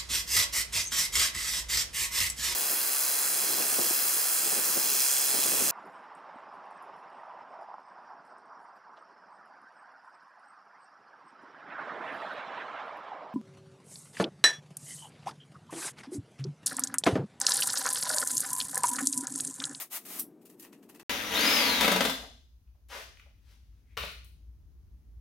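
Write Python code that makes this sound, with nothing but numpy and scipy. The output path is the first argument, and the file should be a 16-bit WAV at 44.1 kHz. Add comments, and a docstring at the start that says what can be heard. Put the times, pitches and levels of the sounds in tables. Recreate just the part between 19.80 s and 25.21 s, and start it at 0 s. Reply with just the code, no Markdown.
"""A reverberant workshop in stereo: a cordless driver spins a bolt out of a truck bumper.
First comes fast-forwarded work, with noise swells as shrill hisses and contact showers as ticks, then a short
silence. Then the motor creeps, winds up and coasts down: sines whine with the gear speed, random contacts
rattle in metal resonances, and the loose bolt knocks. Something scrapes, and the tool is set down on the floor.
The room follows close on the direct sound; its echo differs between left and right."""
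import sys
import numpy as np
from scipy import signal
from scipy.fft import rfft, irfft
from scipy.io import wavfile
from scipy.ndimage import uniform_filter1d

SR = 44100
rng = np.random.default_rng(int(sys.argv[2]) if len(sys.argv) > 2 else 0)


def dump_mix(stems):
    """Bounce the given channels to the path in sys.argv[1] as a 16-bit WAV at rate SR."""
    frames = np.atleast_2d(stems).T  # one column per channel
    limited = np.clip(frames, -1, 1)  # hard clip at full scale
    pcm = np.round(limited * 32767).astype(np.int16)
    wavfile.write(sys.argv[1], SR, pcm)


N = 238404
TIME = np.arange(N) / SR

# Levels are at the source, ahead of its colouring and the room.
# Colours are spectral shapes; colour() scales each to unit power.
FAST_END_S, SHOP_START_S = 1.231, 1.295  # silence in between

# fast-forwarded tool runs: start/s, swell/s, end/s, level/dB
FAST_RUNS = [(-.01, 0.0077, 0.024, -35), (0.094, 0.06, 0.17, -34), (.2, .02, .25, -59.5),
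             (.249, .005, .305, -45), (.27, 0.057, 0.4, -40.5)]
FAST_FALL_DB_PER_S = 500
# faint handling between the ticks
FIDGET_S, FIDGET_DB, FIDGET_FADE_DB_PER_S = 0.606, -68.5, 30
# colour of the runs and handling: f/Hz, level/dB
FAST_COLOUR = [(240, -36), (400, -15.5), (504, -12), (676, -1), (789, -5), (1270, -1.5), (1440, -8),
               (1990, -3.5), (4580, -8.5), (13900, 1.5), (16000, -5.5)]
# fast-forwarded clatter, the loudest ticks: t/s, level/dB, treble/dB
FAST_TICKS = [(0.656, -57, 10), (.699, -55, -3), (0.798, -57, 21), (0.827, -48.5, -3), (0.847, -52.5, -22),
              (.929, -53.5, -21.5), (1.029, -57, -13), (1.093, -48.5, -10), (1.149, -50, -14),
              (1.198, -48, -20.5)]
FAST_TICK_T60_S = 0.15
# colour of the ticks: f/Hz, level/dB
FAST_TICK_COLOUR = [(530, -17), (900, -4), (1020, -4.5), (1550, -10), (1850, -2), (2170, -9.5),
                    (2600, -1.5), (3300, -9), (5160, -8), (5610, -6.5), (14200, 1.5), (16000, -6.5)]
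# colour of the hum under the fast work: f/Hz, level/dB
FAST_HUM_COLOUR = [(30, -35.5), (90, -28), (130, -12), (180, -4.5), (280, 1), (400, -3), (540, -15),
                   (720, -17), (1400, -30), (2500, -38), (4500, -44)]
# course of that hum: t/s, level/dB
FAST_HUM_LEVEL = [(0, -66), (.18, -64), (.28, -54.5), (.42, -52), (.55, -57), (1.23, -56.5)]
# strikes of a bright clink: t/s, level/dB, T60/s, treble/dB
CLINK_BLOWS = [(.389, -33.5, .1, 0), (.396, -22, 0.1, 0), (.42, -46.5, 0.2, 0)]
# its ringing metal: f/Hz, width/Hz, gain/dB
CLINK_MODES = [(5920, 300, -8.5), (8500, 330, -5), (11250, 210, 6.5), (12000, 500, 0.5), (13640, 600, 0.5),
               (14140, 3700, -14)]

# low air rumble of the building: f/Hz, level/dB
RUMBLE_COLOUR = [(20, -30.5), (30, -18), (44, -9.5), (56, 4.5), (66, -2), (82, -9.5), (110, -17),
                 (150, -24.5), (240, -30), (360, -35.5), (500, -45.5), (800, -49.5), (2000, -58.5),
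                 (16000, -70)]
# course of the rumble: t/s, level/dB
RUMBLE_LEVEL = [(1.3, -51), (2.2, -53.5), (2.85, -59), (4.45, -52.5), (5.4, -51)]
# colour of the faint hiss above it: f/Hz, level/dB
HISS_COLOUR = [(500, 4), (3000, -2.5), (6500, -1), (7500, -13), (11000, -2.5), (16000, -2)]

# speed control whistling at half trigger: start/s, swell/s, end/s, level/dB
WHISTLES = [(1.285, .01, 1.375, -44.5), (1.37, .02, 1.44, -53.5), (1.443, .012, 1.497, -42)]
WHISTLE_HZ, WHISTLE_FALL_DB_PER_S = 5810, 702

# trigger half pressed, pulled through, let go; at last the bolt's thread brakes the motor
PULL_S, LET_GO_S, BRAKE_S, STOP_S = 1.507, 1.745, 2.05, 2.38
CREEP_HZ, FULL_HZ = 1792, 5319  # nominal gear whine at half trigger and at full speed
SPIN_UP_S, COAST_S = .065, .72  # time constants of the rotor
TEETH = 16  # on the pinion
WHINE_DB, WHINE_DB_PER_DECADE = -31.5, 37.5  # at full speed; growth with speed
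RATTLE_DB, RATTLE_DB_PER_DECADE = -23.5, 22  # likewise
JOLT_DB, JOLT_S = 7, 0.048  # extra rattle as the socket takes up the load; time constant
SURGE_DB, SURGE_TREBLE_DB = 5, 5  # scaled by torque: extra level in spin-up, extra sizzle
# gear and socket clatter: f/Hz, level/dB
RATTLE_COLOUR = [(90, -40), (150, -15), (190, -6.5), (300, -1), (400, -15), (500, -7.5), (1100, -8),
                 (2060, -5), (3300, -5.5), (4500, -12), (5600, -15.5), (6700, -15), (7500, -27),
                 (11000, -19), (16000, -24)]
# bumper and tool body: f/Hz, width/Hz, gain/dB
BODY_MODES = [(187, 21, 0), (283, 21, -1), (494.7, 26, 1.5), (658.7, 50, -5), (820, 33, -13),
              (1305, 66, -7.5), (1600, 87, -5), (2030, 66, -2.5), (2542, 26, -3), (3360, 350, -7.5)]
# gear housing, rung as the whine sweeps through: f/Hz, width/Hz, gain/dB
HOUSING_MODES = [(3700, 270, 1), (4190, 90, -1), (5036, 38, -0.5)]

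# loose bolt jumping its last thread: t/s, level/dB, treble/dB
KNOCKS = [(2.009, -14.5, 4.5), (2.029, -21.5, -1), (2.045, -17.5, -3), (2.079, -14.5, -5),
          (2.117, -14.5, -0.5), (2.16, -17, -2.5), (2.207, -15.3, -1), (2.251, -18, 0.5), (2.296, -28, 15)]
KNOCK_T60_S = 0.076
# colour of the knocks: f/Hz, level/dB
KNOCK_COLOUR = [(71, -44.5), (120, -21), (188, -1), (290, -6), (390, -11.5), (493, -5), (557, -6.5),
                (1120, -10.5), (1290, -8.5), (3740, -11.5), (7350, -25), (12500, -24.5), (16000, -30)]

# hollow bumps of the tool's battery and the work: t/s, level/dB, T60/s
BUMPS = [(2.393, -35, .1), (2.428, -31, 0.16), (2.948, -61, .2), (3.461, -48.5, 0.08), (4.176, -28, 0.084),
         (4.237, -20, 0.036)]
# hollow ring of the plastic battery pack: f/Hz, width/Hz, gain/dB
BATTERY_MODES = [(96, 81, 1.5), (484, 180, -10.5), (628, 108, 6), (816, 200, -19)]

# tiny bright clicks: t/s, level/dB
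CLICKS = [(2.241, -34), (3.086, -54.5), (4.176, -49), (4.249, -46), (4.318, -52.5), (4.445, -51)]
CLICK_T60_S = 0.03
# colour of the clicks: f/Hz, level/dB
CLICK_COLOUR = [(3000, -25), (6000, -2), (11000, 8), (16000, 1)]
# small metal taps, then the tool set down: t/s, level/dB, treble/dB
TAPS = [(2.876, -72, 4), (3.372, -52, 15), (3.397, -46, 14), (3.425, -56, -9), (4.170, -24.5, 4),
        (4.1745, -22, 6.5)]
TAP_T60_S = 0.016
# colour of taps and bounces: f/Hz, level/dB
TAP_COLOUR = [(35, -55), (60, 8), (108, 2.5), (238, -13.5), (417, -2), (666, -17), (862, -14), (946, -14),
              (1040, -3.5), (1470, -1), (1580, -7), (2520, 1), (7750, -28), (13000, -27), (16000, -28)]
# things slid about: start/s, swell/s, end/s, level/dB, treble/dB
SCRAPES = [(3.089, 0.041, 3.173, -46, -11.5), (3.08, 0.032, 3.224, -52.5, 6), (3.5, 0.043, 3.45, -74, 8),
           (3.2, 0.037, 4.0, -85.5, 12), (3.6, 0.13, 3.73, -71.5, 14.5)]
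SCRAPE_FALL_DB_PER_S = 450
# colour of the scrapes: f/Hz, level/dB
SCRAPE_COLOUR = [(120, -47), (200, -19.5), (448, -7.5), (509, -5.5), (806, -7), (1140, -7), (1300, -4),
                 (2290, -6.5), (2510, -5.5), (5940, -11), (7410, -19.5), (11700, -19.5), (16000, -27)]
# soft squeak: t/s, level/dB, T60/s, treble/dB
SQUEAK_BLOWS = [(4.125, -53.5, 0.17, 0)]
# its resonance: f/Hz, width/Hz, gain/dB
SQUEAK_MODES = [(2170, 520, 0.0018)]
# the socket landing: t/s, level/dB, T60/s, treble/dB
CLANK_BLOWS = [(4.1748, -14, 0.014, 0)]
# its metal: f/Hz, width/Hz, gain/dB
CLANK_MODES = [(1520, 64, -1), (2600, 68, -1), (3060, 150, -17), (3850, 300, -3), (4140, 220, -5.5)]
# the tool rocks to rest in ever weaker, brighter bounces
BOUNCE_S, BOUNCE_GAP_S, BOUNCE_T60_S = 4.182, .023, .11
BOUNCE_DB, BOUNCE_LOSS_DB = -36.5, 3.0  # first bounce; loss with each further one
BOUNCE_TREBLE_DB, BOUNCE_BRIGHTER_DB = 5, 2  # first bounce; gain with each further one

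# decay of the room: f/Hz, T60/s
SHOP_T60 = [(100, .6), (500, 0.36), (2000, 0.43), (5000, 0.61), (14000, 0.35)]
# left-right correlation of the room: f/Hz, correlation
LIKENESS = [(100, 1), (300, .9), (600, 1), (1200, 0), (2500, 0.26), (5000, 0.079), (14000, 0)]
# stereo balance of the shop's sources: f/Hz, left minus right/dB
BALANCE = [(60, -2.5), (500, 1.5), (2000, 4), (5000, 0.5), (6800, 6), (8500, 5.5), (15000, 13.5)]
CUTOFF_HZ = 15900


def from_db(db):
    """Decibels to gain."""
    return 10 ** (np.asarray(db) / 20)


def rms_one(x):
    """Scale to rms 1."""
    return x / np.sqrt(np.mean(x ** 2) + 1e-20)


def in_time(rows):
    """Each column of a curve, sample by sample."""
    s, *columns = np.transpose(rows)
    return [np.interp(TIME, s, column) for column in columns]


def at_hz(points, hz):
    """Read a table on a log-frequency axis."""
    table_hz, values = np.transpose(points)
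    return np.interp(np.log(hz + 1e-9), np.log(table_hz), values)


def convolve(x, response):
    """Pass a sound through an impulse response."""
    return signal.fftconvolve(np.atleast_2d(x), np.atleast_2d(response), axes=1)[:, :N]


def colour(x, spectrum, size=8192):
    """Causal minimum-phase filter of the given spectral shape; white noise keeps its power."""
    gain = from_db(at_hz(spectrum, np.linspace(0, SR / 2, size // 2 + 1)))
    cepstrum = irfft(np.log(rms_one(gain)))[:size // 2]
    cepstrum[1:] *= 2  # fold onto positive time: minimum phase
    return convolve(x, irfft(np.exp(rfft(cepstrum, size))))


def resonate(x, modes):
    """Parallel resonances, each with its dB as the gain at its peak."""
    out = 0
    for hz, width, db in modes:
        b, a = signal.iirpeak(hz, hz / width, fs=SR)
        out = out + from_db(db) * signal.lfilter(b, a, x + 1e-18)
    return out


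def tilt(x, treble_db, split_hz=1800):
    """See-saw the treble against the bass."""
    b, a = signal.butter(1, split_hz, fs=SR)
    bass = signal.lfilter(b, a, x + 1e-18)
    return bass * from_db(-treble_db / 2) + (x - bass) * from_db(treble_db / 2)


def waver(size):
    """Noise smoothed over size samples; rms 1."""
    return rms_one(uniform_filter1d(rng.standard_normal(N), size=size))


def grains(per_s, spread_db):
    """Random tiny contacts of uneven size; rms 1."""
    size_db = spread_db * np.clip(rng.standard_normal(N), -2, 2)
    sizes = from_db(size_db) * rng.choice([-1, 1], N)
    return rms_one(sizes * (rng.random(N) < per_s / SR))


def blows(rows, per_s, spread_db, rise_s=0.00022):
    """Each blow is a shower of contacts, rising 20 dB per rise_s and dying 60 dB in its T60."""
    shower, out = grains(per_s, spread_db), 0
    for s, db, t60, treble_db in rows:
        fall_db = np.maximum(60 * (TIME - s) / t60, 20 * (s - TIME) / rise_s)
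        out = out + tilt(shower * from_db(db - np.minimum(fall_db, 200)), treble_db)
    return out


def stroke(start, swell_s, end, db, fall_db_per_s):
    """Gain that swells smoothly from its start and falls at a steady dB rate from its end."""
    progress = np.clip((TIME - start) / max(swell_s, 1e-4), 0, 1)
    swell = np.sin(np.pi / 2 * progress) ** 2
    return swell * from_db(db - np.clip(fall_db_per_s * (TIME - end), 0, 200))


def pair(mid, side, alike):
    """Two unrelated signals of equal power become left and right with a given correlation."""
    alike = np.clip(alike, -1, 1)
    return np.sqrt((1 + alike) / 2) * mid + np.sqrt((1 - alike) / 2) * side * np.array([[1], [-1]])


def fast_forward():
    """Sped-up work: tool runs become hisses, clatter becomes ticks, the shop's rumble a hum."""
    runs = [stroke(*run, FAST_FALL_DB_PER_S) for run in FAST_RUNS]
    fidget = stroke(FIDGET_S, .02, FIDGET_S, FIDGET_DB, FIDGET_FADE_DB_PER_S)
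    fidget = fidget * from_db(4.7 * waver(size=900))
    level = np.linalg.norm(runs + [fidget], axis=0)
    tick_rows = [(s, db, FAST_TICK_T60_S, treble_db) for s, db, treble_db in FAST_TICKS]

    def hiss_and_ticks():
        """One independent channel of noise swells and contact showers."""
        hiss = colour(level * grains(20000, 4.07), FAST_COLOUR)
        return hiss + colour(blows(tick_rows, 9000, 6.0, rise_s=0.0052), FAST_TICK_COLOUR)

    mid, side = hiss_and_ticks(), hiss_and_ticks()
    clink = resonate(blows(CLINK_BLOWS, 17000, 2.2, rise_s=0.0027), CLINK_MODES)
    hum = from_db(in_time(FAST_HUM_LEVEL)[0]) * colour(rng.standard_normal(N), FAST_HUM_COLOUR)
    width = resonate(side, [(4420, 3300, 2.6)])  # stereo width centres on one broad band
    return (pair(mid, width, 0.38) + clink + hum) * from_db([[1.3], [-1.3]])


def whistle():
    """The motor's windings sing at the switching rate of the speed control: a wavering sine."""
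    level = sum(stroke(*row, WHISTLE_FALL_DB_PER_S) for row in WHISTLES)
    return level * from_db(2.0 * waver(size=300)) * np.sin(2 * np.pi * WHISTLE_HZ * TIME)


def rumble():
    """Low air rumble of the building, nearly alike left and right, under a faint wide hiss."""
    mid, side = rng.standard_normal((2, N))
    hiss = from_db(-78) * colour(rng.standard_normal((2, N)), HISS_COLOUR)
    low = from_db(in_time(RUMBLE_LEVEL)[0]) * colour(pair(mid, side, 0.91), RUMBLE_COLOUR)
    return low * from_db([[1.1], [-1.1]]) + hiss


def motor_speed():
    """Share of full speed: the rotor creeps, spins up, coasts and is braked to a stop."""
    pulled_s = np.clip(TIME, PULL_S, LET_GO_S) - PULL_S
    driven = 1 - (1 - CREEP_HZ / FULL_HZ) * np.exp(-pulled_s / SPIN_UP_S)
    coasting = np.exp(-np.maximum(TIME - LET_GO_S, 0) / COAST_S)
    braking = np.clip((STOP_S - TIME) / (STOP_S - BRAKE_S), 1e-6, 1)
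    return driven * coasting * braking


def driver():
    """Rotor hum, gear-tooth whine and clatter in step with each turn; whine and clatter grow with speed."""
    speed = motor_speed()
    torque = (1 - speed) * (TIME < LET_GO_S)
    surge_db = SURGE_DB * uniform_filter1d(torque * (TIME > PULL_S), size=1500)
    jolt_db = JOLT_DB * np.exp(-np.maximum(TIME - SHOP_START_S, 0) / JOLT_S)
    whine_db = WHINE_DB + WHINE_DB_PER_DECADE * np.log10(speed) + surge_db
    rattle_db = RATTLE_DB + RATTLE_DB_PER_DECADE * np.log10(speed) + jolt_db + surge_db

    mesh_hz = FULL_HZ * speed * (1 + .005 * waver(size=100))
    turns = np.cumsum(mesh_hz) / (TEETH * SR)
    angle = 2 * np.pi * turns
    # a slightly eccentric pinion puts a faint line on either side of the whine
    mesh = np.sin(TEETH * angle) * (1 + 0.26 * np.sin(angle))
    mesh = mesh + from_db(-26) * np.sin(2 * TEETH * angle)
    rotor_hum = from_db(-9.5) * np.sin(angle)
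    whine = (mesh + rotor_hum) * from_db(whine_db + 2.5 * waver(size=450))

    # one slap per turn, of random sign
    slaps = rms_one(np.diff(np.floor(turns), prepend=0) * rng.choice([-1, 1], N))
    clatter = grains(10000, 2.5) * (1 + 0.51 * np.sin(angle))
    contacts = from_db(rattle_db) * (0.81 * clatter + 0.22 * slaps)
    # faster parts hit harder, so the clatter brightens with speed; gears under torque sizzle
    contacts = tilt(contacts, treble_db=10.0 * (speed - 0.83), split_hz=1800)
    contacts = tilt(contacts, treble_db=SURGE_TREBLE_DB * torque, split_hz=5000)
    rattle = colour(contacts, RATTLE_COLOUR) + from_db(1.5) * resonate(contacts, BODY_MODES)
    return from_db(-2.0) * rattle, whine + resonate(whine, HOUSING_MODES)


def bolt():
    """The free bolt knocks on the bumper: short contact showers ring the metal body."""
    rows = [(s, db, KNOCK_T60_S, treble_db) for s, db, treble_db in KNOCKS]
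    knocks = blows(rows, 9000, 1.4, rise_s=0.00061)
    return from_db(-4.5) * colour(knocks, KNOCK_COLOUR) + from_db(3.0) * resonate(knocks, BODY_MODES)


def battery_bumps():
    """Contact showers excite the hollow resonances of the plastic battery pack."""
    rows = [(s, db, t60, 0) for s, db, t60 in BUMPS]
    return resonate(blows(rows, 15000, 0.46), BATTERY_MODES)


def bounces(count):
    """Blows of the tool rocking to rest, evenly spaced, each weaker and brighter."""
    return [(BOUNCE_S + k * BOUNCE_GAP_S, BOUNCE_DB - k * BOUNCE_LOSS_DB, BOUNCE_T60_S,
             BOUNCE_TREBLE_DB + k * BOUNCE_BRIGHTER_DB) for k in range(count)]


def handling():
    """Clicks, taps and sliding friction; something squeaks softly, then the tool lands with a clank."""
    click_rows = [(s, db, CLICK_T60_S, 0) for s, db in CLICKS]
    clicks = colour(blows(click_rows, 16000, 0.99), CLICK_COLOUR)

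    tap_rows = [(s, db, TAP_T60_S, treble_db) for s, db, treble_db in TAPS]
    taps = colour(blows(tap_rows + bounces(count=6), 12000, 0.99), TAP_COLOUR)

    friction, slides = grains(9000, 4.7), 0
    for *shape, treble_db in SCRAPES:
        slides = slides + tilt(friction * stroke(*shape, SCRAPE_FALL_DB_PER_S), treble_db)
    scrape = colour(slides, SCRAPE_COLOUR)

    squeak = resonate(blows(SQUEAK_BLOWS, 8000, 1.5, rise_s=0.094), SQUEAK_MODES)
    landing = blows(CLANK_BLOWS, 20000, 1.3)
    rocking = from_db(8.5) * blows(bounces(count=6), 12000, 0.99)
    clank = resonate(landing + rocking, CLANK_MODES)
    return scrape + squeak + clank + clicks + taps


def shop_tail(build_s=0.0017):
    """Diffuse echo of the hall: noise that builds up and dies band by band, unlike left and right."""
    t = TIME[:SR]
    white, tail = rng.standard_normal((2, 2, SR)), 0
    edges = np.geomspace(40, 18000, 14)
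    for k, (low, high) in enumerate(zip(edges, edges[1:])):
        band = signal.butter(2, [low, high], "band", fs=SR, output="sos")
        mid, side = signal.sosfilt(band, white[k % 2])  # neighbouring bands use separate noise
        hz = np.sqrt(low * high)
        fade = from_db(-60 * t / at_hz(SHOP_T60, hz)) * (1 - np.exp(-t / build_s))
        tail = tail + pair(mid, side, at_hz(LIKENESS, hz)) * fade / np.linalg.norm(fade)
    return tail


def workshop(x, tail, direct_db, echo_db):
    """Direct sound plus the hall's echo; the treble favours the left."""
    response = from_db(direct_db) + from_db(echo_db) * rfft(tail, 2 * SR)
    lean_db = at_hz(BALANCE, np.linspace(0, SR / 2, SR + 1)) / 2
    return convolve(x, irfft(response * from_db([lean_db, -lean_db]))[:, :SR])


def scene():
    """Fast-forwarded work, a moment of silence, then the shop at its own pace."""
    tail = shop_tail()
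    rattle, whine = driver()
    shop = workshop(rattle, tail, direct_db=-4.5, echo_db=-1.0)
    shop += workshop(whine + whistle(), tail, direct_db=-2, echo_db=-3)
    shop += workshop(bolt(), tail, direct_db=-3.0, echo_db=-1.0)
    shop += workshop(battery_bumps(), tail, direct_db=-2.0, echo_db=-4)
    shop += workshop(handling(), tail, direct_db=-5.0, echo_db=-1.5)
    shop += rumble()
    return fast_forward() * (TIME < FAST_END_S) + shop * (TIME >= SHOP_START_S)


def record(dry):
    """A steep elliptic low-pass cuts the top."""
    low_pass = signal.ellip(12, .1, 80, CUTOFF_HZ, fs=SR, output="sos")
    return signal.sosfilt(low_pass, dry)


dry = scene()
out = record(dry)
dump_mix(out)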